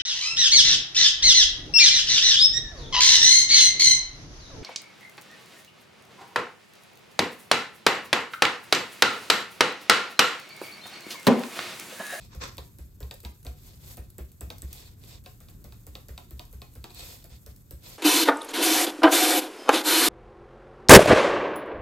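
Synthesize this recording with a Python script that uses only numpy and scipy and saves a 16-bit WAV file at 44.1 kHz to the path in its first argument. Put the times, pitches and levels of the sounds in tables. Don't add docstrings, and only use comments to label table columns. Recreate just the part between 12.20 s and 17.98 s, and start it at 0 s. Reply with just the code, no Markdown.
import sys
import numpy as np
from scipy import signal
from scipy.fft import rfft, irfft, next_fast_len
from scipy.io import wavfile
from scipy.ndimage import map_coordinates

SR = 44100
rng = np.random.default_rng(int(sys.argv[2]) if len(sys.argv) > 2 else 0)


def to_wav(s):
    ch = np.atleast_2d(s).T
    pcm = np.round(np.clip(ch, -1, 1) * 32767)
    wavfile.write(sys.argv[1], SR, pcm.astype(np.int16))


N = 254898

# (relative, per Hz)
RUMBLE_SPECTRUM = [(15, -31), (35, 1.5), (48, -0.5), (64, 0.5), (100, 0.5), (135, -4), (200, -11),
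                   (400, -21.5), (700, -35), (1500, -36), (4000, -56.5), (16000, -43)]
# pitch_hz, level_db (rms), phase_wander_rad
HUM_TONES = [(119.9, -62, 0.44), (13797, -76, 2.5)]
# pitch_hz, t60_s
ROOM_DECAY = [(150, 0.41), (600, 0.23), (2000, 0.31), (5000, 0.34), (14000, 0.26)]
# pitch_hz, likeness (0 unrelated to 1 identical)
STEREO_LIKENESS = [(60, 0.98), (130, 0.73), (300, 0.74), (700, 0.038), (2000, 0.048), (4000, 0.28),
                   (5800, 0.079), (7500, 0.72), (10000, 1), (11500, 1), (13500, 0.8), (15500, .75)]
# pitch_hz, lead_rad
LEFT_LEAD = [(500, 0), (3000, .7), (5000, .8), (6900, 0), (8200, -1.1), (10100, -3.14), (13400, -6.28),
             (14300, -6.8), (15800, -8.5)]
# pitch_hz, width_hz, level_db (over the plain sound)
BODY_RESONANCES = [(355, 110, -8.5), (489, 23, -6.5), (535, 15, -5), (720, 22, 6.5), (825, 10, 3),
                   (963, 41, 3.5), (1064, 15.6, 7), (1220, 15, -8), (1335, 29, -2), (1640, 8.3, -31),
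                   (2510, 110, -0.5), (3460, 52, 1), (3700, 15, 4), (4450, 23, -9), (5300, 15, 7)]

# crest_s, rise_s, level_db
SCUFFS_ON_HANDLE = [(.14, 0.033, -52.5), (0.228, 0.016, -34.5)]
# (relative, per Hz)
SCUFF_SPECTRUM = [(100, 0), (280, -7), (480, 1.5), (700, -10.5), (1150, 0), (1900, -3), (3000, -8),
                  (3900, -4), (6000, -5), (8500, -14), (11000, -27), (16000, -27)]
# crest_s, half_length_s, level_db
CLUMP_SCRATCHES = [(0.029, 0.0099, -59), (2.585, 0.015, -52.5), (2.669, 0.011, -55), (4.706, 0.0096, -55),
                   (4.761, .016, -50), (4.802, 0.024, -46), (4.857, 0.027, -54), (5.665, 0.024, -57)]
# (relative, per Hz)
SCRATCH_SPECTRUM = [(1000, -30), (2200, -25), (2480, 2.5), (2900, -14), (3700, 2), (4500, 6), (5200, -26),
                    (8000, -1), (12000, -36)]
# crest_s, rise_s, fall_s, rub_db, hiss_db
FIBRE_SLIDES = [(.035, 0.042, 0.051, -55.5, -63), (1.47, 0.095, 0.14, -59.5, -59),
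                (1.70, 0.079, 0.06, -53.5, -49), (2.555, 0.062, 0.14, -52.5, -55),
                (2.88, 0.068, 0.08, -58.5, -55), (2.939, 0.04, 0.044, -52.5, -64),
                (3.57, .04, 0.022, -74, -64), (4.801, 0.047, 0.092, -46, -51),
                (4.89, 0.075, 0.11, -50.5, -48), (5.13, 0.028, 0.048, -57, -64),
                (5.31, 0.018, 0.018, -62, -73), (5.67, 0.038, 0.13, -49.5, -50)]
# (relative, per Hz)
RUB_SPECTRUM = [(100, -34), (300, -2), (520, 1.5), (900, -6.5), (1500, -9), (2100, -2.5), (2480, -5),
                (3000, -3), (3750, -0.5), (4500, 1.5), (6000, -5), (8500, -5), (12000, -24)]
# (relative, per Hz)
HISS_SPECTRUM = [(1500, -9), (4000, -19.5), (6500, -3.5), (8500, -3), (11500, 2), (13500, -1), (16000, -5)]

# start_s, level_db (near the dry peak)
WIRE_TICKS = [(.0495, -44), (0.278, -41), (0.9402, -34.5), (1.0025, -38.5), (1.229, -42.5), (1.902, -39),
              (2.117, -43.5), (2.382, -38.5), (2.529, -26.5), (3.1153, -51), (4.2512, -41.5), (4.537, -45),
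              (4.7455, -35.5), (5.3616, -43)]
# (relative, per Hz)
SNAP_SPECTRUM = [(500, -14), (2000, -11), (4000, -2.5), (7000, -1), (10000, 8.5), (13000, 3.5),
                 (16000, 3.5)]
# pitch_hz, level_db (relative), t60_s
RIM_MODES = [(8000, 0, .005), (13200, -15, .003)]
# start_s, level_db (dry peak of the plastic clack)
HANDLE_CLACKS = [(.2386, -29.5), (0.3813, -26.5), (0.8285, -37.5), (0.9108, -27), (1.0495, -28),
                 (1.2662, -31), (2.3027, -26.5), (2.8377, -44), (3.0608, -33), (3.2855, -43),
                 (3.523, -39.5), (3.7531, -30), (3.9778, -30), (4.1943, -30), (4.4179, -32),
                 (4.6415, -27.5), (4.705, -38.5)]
# pitch_hz, level_db (relative), t60_s
PLASTIC_MODES = [(2470, -10, 0.0088), (3865, 2, 0.0058), (4393, 2, 0.0053), (5790, -1.5, 0.0023)]
# (relative, per Hz)
RATTLE_SPECTRUM = [(100, -9), (400, 7.5), (900, 3), (1500, -3), (2200, -5), (4000, -6), (6000, -11.5),
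                   (9000, -12.5), (16000, -14.5)]
# start_s, snap_db, ping_db, knock_db, boom_db
FINGER_TAPS = [(0.149, -37.5, -51.5, -52, -33.5), (.37, -34.5, -52.5, -57, -40.5),
               (.5855, -37.5, -49, -54, -37), (0.8041, -35, -60.5, -47, -31.5),
               (1.0326, -41, -56.5, -52, -33), (1.249, -34, -59, -48, -31.5),
               (1.7707, -30.5, -53, -48.5, -35), (1.9821, -31, -36.5, -45, -32),
               (2.2085, -29, -30, -45, -32.5), (2.42, -30, -31, -50.5, -32), (3.0394, -43, -62.5, -66, -68),
               (3.2036, -41.5, -48, -58.5, -56), (3.4422, -34.5, -64.5, -53, -42.5),
               (3.6666, -33, -62, -53, -42), (3.8844, -34, -62.5, -49.5, -36.5),
               (4.1081, -35.5, -65, -54.5, -36), (4.3282, -37.5, -67, -55.5, -37),
               (4.5529, -38.5, -59, -53, -37.5), (5.042, -33, -58, -55, -51), (5.095, -57, -51, -62, -39.5),
               (5.2626, -34.5, -48, -53.5, -41), (5.5088, -28.5, -46, -49.5, -38.5)]
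# (relative, per Hz)
KNOCK_SPECTRUM = [(60, -12), (180, 0.5), (330, 4.5), (550, 4), (850, -10.5), (1300, -8.5), (1900, -9.5),
                  (3500, -20.5), (8000, -25.5), (16000, -15)]

TOP_HZ = 15850
SCUFF_FADE_DB_PER_S = 192
SWELL_SHAPE = 2.18
REST_RUB_DB, REST_HISS_DB = -74.5, -70
JOLT_RISE_S, JOLT_RUB_DB, JOLT_HISS_DB = 0.01, -67, -63.5
RUB_FADE_DB_PER_S, HISS_FADE_DB_PER_S = 102, 30.5
EDGE_DB, RIM_DB, RATTLE_DB = -6.5, -14.5, -18
THUD_DB = -11


def amp(db):
    return 10 ** (np.asarray(db) / 20)


def unit(x):
    return x / np.sqrt(np.mean(x ** 2) + 1e-20)


def along(points, hz):
    point_hz, values = np.transpose(points)
    return np.interp(np.log(hz + 1), np.log(point_hz + 1), values)


def wobble(rate):
    knots = rng.standard_normal(int(N * rate / SR) + 4)
    return map_coordinates(knots, [np.arange(N) * rate / SR])


def filtered(x, response):
    n = x.shape[-1]
    padded = next_fast_len(n + 4096)
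    spectrum = rfft(x, padded) * response(np.fft.rfftfreq(padded, 1 / SR))
    return irfft(spectrum, padded)[..., :n]


def coloured(x, spectrum):
    return unit(filtered(x, lambda hz: amp(along(spectrum, hz))))


def spread(pair):
    def shares(hz):
        turn = np.arccos(np.clip(along(STEREO_LIKENESS, hz), -1, 1)) / 2
        return np.array([np.cos(turn), np.sin(turn)])

    common, apart = filtered(pair, shares)
    return np.array([common + apart, common - apart])


def add(track, s, sound):
    part = track[..., max(round(s * SR), 0):][..., :sound.shape[-1]]
    part += sound[..., :part.shape[-1]]


def swell(s, rise, fall):
    t = np.arange(N) / SR - s
    return np.exp(-np.abs(t / np.where(t < 0, rise, fall)) ** SWELL_SHAPE)


def surge(s, rise, fade_db_per_s):
    t = np.arange(N) / SR - s
    return np.exp(-(np.minimum(t, 0) / rise) ** 2) * amp(-fade_db_per_s * np.maximum(t, 0))


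def burst(spectrum, attack, t60):
    t = np.arange(SR // 2) / SR
    noise = coloured(rng.standard_normal(len(t)), spectrum)
    return noise * amp(-60 * t / t60) * (1 - np.exp(-t / attack))


def ring(modes, attack, scatter_db, detune):
    t = np.arange(SR // 2) / SR
    sound = np.zeros(len(t))
    for hz, db, t60 in modes:
        decay = amp(db + scatter_db * rng.normal() - 60 * t / t60)
        sound += decay * np.sin(2 * np.pi * hz * (1 + detune * rng.normal()) * t)
    sound = sound * (1 - np.exp(-(t / attack) ** 2))
    return sound / np.abs(sound).max()


def in_room(sound, wet_db):
    noise = rng.standard_normal((2, SR // 2))
    hz, t, bands = signal.stft(noise, SR, nperseg=256)
    decay = amp(-60 * t / along(ROOM_DECAY, hz)[:, None])
    tail = spread(signal.istft(bands * decay, SR, nperseg=256)[1])
    tail = tail / np.linalg.norm(tail[0])
    wet = signal.fftconvolve(sound[None], tail, axes=1)[:, :len(sound)]
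    return sound + amp(wet_db) * wet


def grains(rate, size_db, smooth):
    sizes = amp(size_db * rng.uniform(-0.47, 1, N))
    contacts = (rng.random(N) < rate / SR) * sizes
    crackle = unit(contacts * rng.standard_normal((2, N)))
    return spread(crackle + smooth * rng.standard_normal((2, N)))


def body(hz):
    response = 1
    for centre, width, db in BODY_RESONANCES:
        damping = 1j * hz * width
        response = response + amp(db) * damping / (centre * centre - hz * hz + damping)
    return response


def background():
    t = np.arange(N) / SR
    noise = spread(rng.standard_normal((2, N)))
    bed = amp(-50.5 + 1.5 * wobble(5.3)) * coloured(noise, RUMBLE_SPECTRUM)
    for hz, db, wander in HUM_TONES:
        bed = bed + amp(db) * np.sqrt(2) * np.sin(2 * np.pi * hz * t + wander * wobble(20))
    return bed


def scuff():
    pressure = sum(amp(db) * surge(s, rise, SCUFF_FADE_DB_PER_S) for s, rise, db in SCUFFS_ON_HANDLE)
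    grit = filtered(grains(rate=2500, size_db=7, smooth=1.0), body)
    return pressure * amp(1.2 * wobble(126.3)) * coloured(grit, SCUFF_SPECTRUM)


def scratches():
    t = np.arange(N) / SR
    pressure = sum(amp(db) * np.exp(-((t - s) / half) ** 2) for s, half, db in CLUMP_SCRATCHES)
    catching = amp(2.5 * wobble(160))
    grit = filtered(grains(rate=1500, size_db=1, smooth=0.21), body)
    return pressure * catching * coloured(grit, SCRATCH_SPECTRUM)


def jolted(fade_db_per_s):
    power = np.zeros(N)
    one = surge(JOLT_RISE_S, JOLT_RISE_S, fade_db_per_s) ** 2
    for s, *_ in FINGER_TAPS + HANDLE_CLACKS:
        add(power, s, one)
    return power


def fibres():
    rub_power = amp(REST_RUB_DB) ** 2 + amp(JOLT_RUB_DB) ** 2 * jolted(RUB_FADE_DB_PER_S)
    hiss_power = amp(REST_HISS_DB) ** 2 + amp(JOLT_HISS_DB) ** 2 * jolted(HISS_FADE_DB_PER_S)
    for s, rise, fall, rub_db, hiss_db in FIBRE_SLIDES:
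        flow = swell(s, rise, fall)
        rub_power = rub_power + (amp(rub_db) * flow) ** 2
        hiss_power = hiss_power + (amp(hiss_db) * flow) ** 2
    rubbing = filtered(grains(rate=5000, size_db=8, smooth=1.0), body)
    rub = np.sqrt(rub_power) * amp(1.7 * wobble(70)) * coloured(rubbing, RUB_SPECTRUM)
    sifting = grains(rate=2300, size_db=3, smooth=1.0)
    hiss = np.sqrt(hiss_power) * amp(2.0 * wobble(53)) * coloured(sifting, HISS_SPECTRUM)
    return rub + hiss


def snap(t60):
    sound = burst(SNAP_SPECTRUM, attack=0.00062, t60=t60)
    return sound / (2.31 * np.std(sound[:SR // 700]))


def wire_ticks():
    out = np.zeros((2, N))
    for s, db in WIRE_TICKS:
        add(out, s, in_room(amp(db) * snap(t60=0.016), wet_db=-4))
    return out


def rim_ping():
    return ring(RIM_MODES, attack=.0006, scatter_db=1.5, detune=.012)


def plastic_clack():
    return ring(PLASTIC_MODES, attack=.0006, scatter_db=1, detune=.012)


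def knock(spectrum, t60, ring_db):
    rattle = burst(spectrum, attack=0.00072, t60=t60)
    sound = filtered(rattle, lambda hz: 1 + amp(ring_db) * (body(hz) - 1))
    return sound / np.std(sound[:SR // 100])


def clacks():
    out = np.zeros((2, N))
    for s, db in HANDLE_CLACKS:
        edge = amp(db + EDGE_DB) * snap(t60=0.004) + amp(db + RIM_DB) * rim_ping()
        rattle = amp(db + RATTLE_DB) * knock(RATTLE_SPECTRUM, t60=0.053, ring_db=-5.0)
        add(out, s - .0004, in_room(edge, wet_db=-23.0))
        add(out, s, in_room(amp(db) * plastic_clack(), wet_db=-9.5))
        add(out, s + 0.001027, in_room(rattle, wet_db=2.5))
    return out


def boom(hz, crest, rise, fall):
    t = np.arange(SR // 2) / SR - crest
    envelope = np.exp(-(t / np.where(t < 0, rise, fall)) ** 2)
    return envelope * np.cos(2 * np.pi * hz * (1 + 0.015 * rng.normal()) * t)


def taps():
    out = np.zeros((2, N))
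    for s, snap_db, ping_db, knock_db, boom_db in FINGER_TAPS:
        handle = amp(knock_db) * knock(KNOCK_SPECTRUM, t60=0.1, ring_db=-6.0)
        low = amp(boom_db) * boom(hz=64.8, crest=0.0297, rise=0.0081, fall=0.047)
        thud = amp(boom_db + THUD_DB) * boom(hz=141, crest=0.0295, rise=0.0056, fall=0.0043)
        add(out, s, in_room(amp(snap_db) * snap(t60=0.0062), wet_db=-1.5))
        add(out, s, in_room(amp(ping_db) * rim_ping(), wet_db=-12.0))
        add(out, s + .003, in_room(handle, wet_db=1))
        add(out, s, low)
        add(out, s, in_room(thud, wet_db=1.0))
    return out


def scene():
    return background() + scuff() + scratches() + fibres() + wire_ticks() + clacks() + taps()


def record(dry):
    def response(hz):
        half_lead = .5j * along(LEFT_LEAD, hz) * np.array([[1], [-1]])
        return np.exp(half_lead) / np.sqrt(1 + (hz / TOP_HZ) ** 300)

    return filtered(dry, response)


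dry = scene()
out = record(dry)
to_wav(out)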